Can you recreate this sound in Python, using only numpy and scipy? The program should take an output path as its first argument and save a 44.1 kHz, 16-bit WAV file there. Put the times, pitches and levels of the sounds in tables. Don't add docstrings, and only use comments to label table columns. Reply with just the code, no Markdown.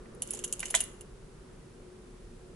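import sys
import numpy as np
from scipy import signal
from scipy.fft import rfft, irfft, next_fast_len
from scipy.io import wavfile

SR = 44100
rng = np.random.default_rng(int(sys.argv[2]) if len(sys.argv) > 2 else 0)


def waveform_to_disk(signal):
    frames = np.transpose(np.atleast_2d(signal))
    scaled = np.clip(frames, -1, 1) * 32767
    samples = np.round(scaled).astype(np.int16)
    wavfile.write(sys.argv[1], SR, samples)


def decibels_to_gain(level_db):
    exponent = np.asarray(level_db, float) / 20
    return 10 ** exponent


N = 112454

# [f/Hz, level per Hz/dB]
AIR_SPECTRUM = [(35, -41.5), (60, -9.5), (135, -4.5), (262, -9), (292, -13.5), (372, -5.5), (659, -21.5),
                (10500, -39.5), (11500, -43.5), (15000, -74), (22000, -120)]
# [f/Hz, likeness from -1 to 1]
EAR_LIKENESS = [(30, 0.98), (125, 0.99), (500, 0.58), (2000, 0.15), (8000, 0.17)]
# [t/s, level/dB]
RUMBLE_LEVEL = [(0.0, -52), (0.14, -50.5), (0.22, -58), (0.38, -52.5), (1.28, -55), (1.4, -51), (1.45, -61),
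                (1.6, -52.5), (1.64, -74), (1.72, -55.5), (2.02, -58), (2.11, -56), (2.19, -57),
                (2.25, -50), (2.41, -54), (2.55, -57)]
# [t/s, level/dB]
SLEEVE_LEVEL = [(0, -64), (.4, -62), (.9, -62), (1.15, -71.5), (1.45, -65), (1.75, -71), (2.07, -67),
                (2.25, -72.5), (2.55, -68.5)]
# [t/s, level/dB]
HUM_LEVEL = [(0.0, -55), (0.33, -52), (1.16, -59.5), (1.5, -62.5), (1.89, -56.5), (2.19, -62.5),
             (2.55, -56)]
# [f/Hz, width/Hz, level/dB]
DRONE_RESONANCES = [(236, 30, -4.5), (423, 29, -2), (483.6, 20, -1), (562, 14, -4), (340, 300, -11)]
# [t/s, shell level/dB, hollow air level/dB]
CAP_KNOCKS = [(.057, -48, -53), (.221, -56, -44), (.336, -54, -39), (.373, -56, -43), (.44, -42, -38),
              (.594, -50, -45), (.6292, -26, -32), (.66, -50, -42), (.703, -58, -39), (.7417, -16.5, -21),
              (.7505, -29.5, -27), (.805, -35, -35.5)]
# [f/Hz, level/dB, time to fall 60 dB/s]
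SHELL_MODES = [(1550, -8, .022), (1860, -1, .02), (2030, 0, .02), (2350, -1, .015), (2700, -4, .013)]
# [f/Hz, level/dB, time to fall 60 dB/s]
INNER_AIR_MODES = [(680, 0, .03), (815, -1, .028), (970, -5, .025)]
# [t/s, level/dB]
RIM_SEATS = [
    (.745, -34.5),
    (.7505, -26.5),
    (.7595, -38),
    (.772, -41.5),
]
# [f/Hz, level/dB, time to fall 60 dB/s]
RIM_RINGING = [(3280, -2, .02), (3430, 0, .025), (3704, 2, 0.012), (3970, -9.5, 0.026)]
# [t/s, peak level/dB, top modes level/dB, low modes level/dB]
EDGE_TICKS = [(.1486, -58, 10.5, -12), (.2209, -28, 8, -1.5), (.2748, -39.5, 3.5, -33),
              (.3072, -30.5, 9, -9), (.3351, -31.5, 2, -8), (.3488, -33.5, 5, -8), (.3721, -34, -12, -10),
              (.391, -31.5, -5.5, -6), (.4394, -28, -2, -2), (.4434, -27.5, 4, -1), (.4783, -36, -1, -16),
              (.5257, -21.5, 2, -8), (.594, -31, 2, -4), (.6034, -31.5, 5, 1), (.629, -35.5, -6, 4.5),
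              (.6554, -28, -5, -4), (.7028, -38, 9, 3), (.7064, -31.5, 9, -4.5), (.7414, -26.5, -6, 2),
              (.7502, -10, -5, -9.5), (.8051, -24, 8.5, -1), (.8387, -40.5, 10, -10),
              (1.0095, -42, 2.5, -0.5)]
# [t/s, peak level/dB, top modes level/dB, low modes level/dB]
TICK_BOUNCES = [
    (.227, -33, 0, -5),
    (.448, -30, 0, -5),
    (.535, -33, 0, -8),
    (.668, -39, 0, -5),
    (.7465, -27, -3, -4),
    (.7595, -19, -8, -10),
    (.803, -34, -4, 5),
    (.811, -28, 0, -4),
]
# [f/Hz, level/dB, time to fall 60 dB/s]
TUBE_LOW = [(2870, -2, .026), (3080, -5, .016), (3600, -6, .01), (4300, -5, .007), (5300, -5, .007)]
TUBE_MIDDLE = [(6300, -4, .015), (6920, -1, .015), (7300, 0, .014), (7950, -2, .012), (8500, -2, .012)]
TUBE_TOP = [(8820, -5, .012), (9980, -0.5, .012), (10530, -3.5, .012), (10780, 0.5, .012)]
# [t/s, level/dB]
SLIDE_PRESSURE = [
    (.2, -110),
    (.23, -72.5),
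    (.35, -61),
    (.42, -68.5),
    (.58, -72),
    (.67, -57),
    (.73, -69),
    (.76, -47),
    (.86, -69.5),
    (.97, -120),
]

AIR_DB, HISS_DB, HISS_LOW_HZ = -53, -69, 4900
RUMBLE_HZ, RUMBLE_WIDTH_HZ = 38, 26
SLEEVE_HZ, SLEEVE_WIDTH_HZ = 1200, 1000
HUM_HZ, HUM_WIDTH_HZ, HUM_DB = 362.4, 5.3, -3
DRONE_DB, DRONE_FOLLOWS = -5.5, 1.3
TICK_DB, KNOCK_DB, CRACK_DB = -8.5, -8.5, -0.5
CHATTER_S, CHATTER_LOSS_DB, CHATTER_SPREAD_DB, FIRST_TOUCH_DB = 0.0017, 1.5, 5.0, 4
GRIP_DETUNE, MODE_SPREAD_DB, CONTACT_WIDTH = 0.012, 2.0, 0.35
EAR_SPREAD_DB, EAR_LAG_S, PAN_DB = 1.5, 0.00004, -1.55
GRAINS_PER_S, GRAIN_SPREAD_DB = 2000, 3.5
HANDS_LOW_CUT_HZ, TUBE_LOW_CUT_HZ = 600, 2500
EARLY_DB, EARLY_T60_S = -7, 0.063
ROOM_DB, ROOM_T60_S, WALL_CUT_HZ = -10, 0.45, 6900
CUTOFF_HZ = 11130


def rms_one(x):
    return x / np.sqrt(np.mean(x ** 2) + 1e-20)


def in_time(rows):
    return np.interp(np.arange(N) / SR, *np.transpose(rows))


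def at_hz(points, hz):
    point_hz, value = np.transpose(points)
    return np.interp(np.log(hz), np.log(point_hz), value)


def hump(centre_hz, width_hz):
    return lambda hz: 1 / (1 + (2 * (hz - centre_hz) / width_hz) ** 2)


def stereo_noise(gain):
    size = next_fast_len(N, True)
    hz = np.maximum(np.fft.rfftfreq(size, 1 / SR), 1)
    mid, side = rfft(rng.standard_normal((2, size))) * gain(hz)
    alike = np.clip(at_hz(EAR_LIKENESS, hz), -1, 1)
    both_ears = np.sqrt(1 + alike) * mid + np.sqrt(1 - alike) * side * [[1], [-1]]
    return rms_one(irfft(both_ears, size))[:, :N]


def background():
    air = decibels_to_gain(AIR_DB) * stereo_noise(lambda hz: decibels_to_gain(at_hz(AIR_SPECTRUM, hz)) / (1 + (60 / hz) ** 4))
    rumble = decibels_to_gain(in_time(RUMBLE_LEVEL)) * stereo_noise(hump(RUMBLE_HZ, RUMBLE_WIDTH_HZ))
    sleeve = decibels_to_gain(in_time(SLEEVE_LEVEL)) * stereo_noise(hump(SLEEVE_HZ, SLEEVE_WIDTH_HZ))
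    swell = in_time(HUM_LEVEL)
    hum = decibels_to_gain(swell + HUM_DB) * stereo_noise(hump(HUM_HZ, HUM_WIDTH_HZ))
    drone_db = swell + DRONE_DB + DRONE_FOLLOWS * (swell - swell.mean())
    drone = stereo_noise(lambda hz: sum(decibels_to_gain(db) * hump(centre, width)(hz)
                                        for centre, width, db in DRONE_RESONANCES))
    return air + hum + decibels_to_gain(drone_db) * drone + rumble + sleeve


def ring(clicks, hz, t60):
    r = decibels_to_gain(-60 / (t60 * SR))
    w = 2 * np.pi * hz / SR
    return signal.lfilter([0, np.sin(w)], [1, -2 * r * np.cos(w), r * r], clicks + 1e-18)


def soften(x, hz):
    r = np.exp(-np.pi * CONTACT_WIDTH * hz / SR)
    turn = 2 * r * np.cos(2 * np.pi * hz / SR)
    return signal.lfilter([(1 - r * r) / 2, 0, (r * r - 1) / 2], [1, -turn, r * r], x)


def strike(modes, s, db, touches):
    out = np.zeros((2, N))
    span = 3000
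    step = np.cumsum(touches, axis=1) - touches[:, :1]
    unevenness = CHATTER_SPREAD_DB * np.abs(np.log(touches)) * (step > 0)
    level = np.array(db)[:, None] - CHATTER_LOSS_DB * step - unevenness
    luck = rng.standard_normal((len(s), len(modes), 4))
    hits = rng.uniform(-1, 1, (len(s), len(modes), touches.shape[1]))
    hits[..., 0] = 2 * decibels_to_gain(FIRST_TOUCH_DB) - 1
    for k, start in enumerate((np.array(s) * SR).astype(int)):
        when = (CHATTER_S * step[k] * SR).astype(int)
        for (hz, mode_db, t60), (tune, own, ear, lag), hit in zip(modes, luck[k], hits[k]):
            clicks = np.zeros(span)
            np.add.at(clicks, when, decibels_to_gain(level[k]) * (hit + np.sign(hit)) / 2)
            ringing = ring(clicks, hz * (1 + GRIP_DETUNE * tune), t60)
            sound = decibels_to_gain(mode_db + MODE_SPREAD_DB * own) * soften(ringing, hz)
            late = start + int(EAR_LAG_S * SR * abs(lag))
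            out[0, start:start + span] += sound * decibels_to_gain(EAR_SPREAD_DB * ear / 2)
            out[1, late:late + span] += sound * decibels_to_gain(-EAR_SPREAD_DB * ear / 2)
    return out


def cap():
    s, shell_db, air_db = np.transpose(CAP_KNOCKS)
    touches = rng.uniform(0.78, 1.8, (len(s), 3))
    shell = strike(SHELL_MODES, s, shell_db + KNOCK_DB, touches)
    inner_air = strike(INNER_AIR_MODES, s, air_db + KNOCK_DB, touches)
    rim = strike(RIM_RINGING, *np.transpose(RIM_SEATS), touches[:len(RIM_SEATS)])
    return shell + inner_air + rim


def tube():
    s, db, top_db, low_db = np.transpose([*EDGE_TICKS, *TICK_BOUNCES])
    touches = rng.uniform(0.3, 1.7, (len(s), 7))
    db = db + TICK_DB
    crack = strike([(10300, 0, 0.0024)], s, db + top_db + CRACK_DB, touches)
    low = strike(TUBE_LOW, s, db + low_db, touches)
    middle = strike(TUBE_MIDDLE, s, db, touches)
    top = strike(TUBE_TOP, s, db + top_db, touches)
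    tube_low_cut = signal.butter(2, TUBE_LOW_CUT_HZ, "high", fs=SR, output="sos")
    return signal.sosfilt(tube_low_cut, crack + low + middle + top)


def scrape():
    spread_db = GRAIN_SPREAD_DB * np.minimum(rng.exponential(1, N), 4)
    sizes = decibels_to_gain(in_time(SLIDE_PRESSURE) + spread_db)
    grains = sizes * (rng.random(N) < GRAINS_PER_S / SR)
    cap_modes = [(1700, -8.5, 0.012), (2200, -4, 0.0056)]
    out = np.zeros((2, N))
    for hz, db, t60 in [*TUBE_LOW, *TUBE_MIDDLE, *TUBE_TOP, *cap_modes]:
        signed_grains = grains * rng.choice([-1, 1], (2, N))
        out += decibels_to_gain(db) * ring(signed_grains, hz, min(t60, 0.008))
    return out


def fading(noise, t60):
    t = np.arange(noise.shape[-1]) / SR
    return noise * decibels_to_gain(-60 * t / t60) / np.sqrt(t60 * SR / 13.8)


def room(x):
    t = np.arange(SR // 2) / SR
    early, late = rng.standard_normal((2, 2, len(t))) * np.minimum(t / 0.001, 1)
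    late = signal.sosfilt(signal.butter(1, WALL_CUT_HZ, fs=SR, output="sos"), late)
    echo = decibels_to_gain(EARLY_DB) * fading(early, EARLY_T60_S) + decibels_to_gain(ROOM_DB) * fading(late, ROOM_T60_S)
    return signal.fftconvolve(x.mean(axis=0)[None], echo, axes=1)[:, :N]


def scene():
    quiet = background()
    hands_low_cut = signal.butter(4, HANDS_LOW_CUT_HZ, "high", fs=SR, output="sos")
    hands = signal.sosfilt(hands_low_cut, cap() + tube() + scrape())
    return hands * decibels_to_gain(np.array([[PAN_DB], [-PAN_DB]])) + room(hands) + quiet


def roll_off(x):
    return signal.sosfilt(signal.butter(12, 12320, fs=SR, output="sos"), x)


def record(dry):
    hiss = decibels_to_gain(HISS_DB) * stereo_noise(lambda hz: 1 / (1 + (HISS_LOW_HZ / hz) ** 2) * (hz < 12000))
    size = next_fast_len(N + SR // 4, True)
    cut = 1 / (1 + (np.fft.rfftfreq(size, 1 / SR) / CUTOFF_HZ) ** 200)
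    mix = irfft(rfft(dry + hiss, size) * cut, size)[:, :N]
    return roll_off(mix)


dry = scene()
out = record(dry)
waveform_to_disk(out)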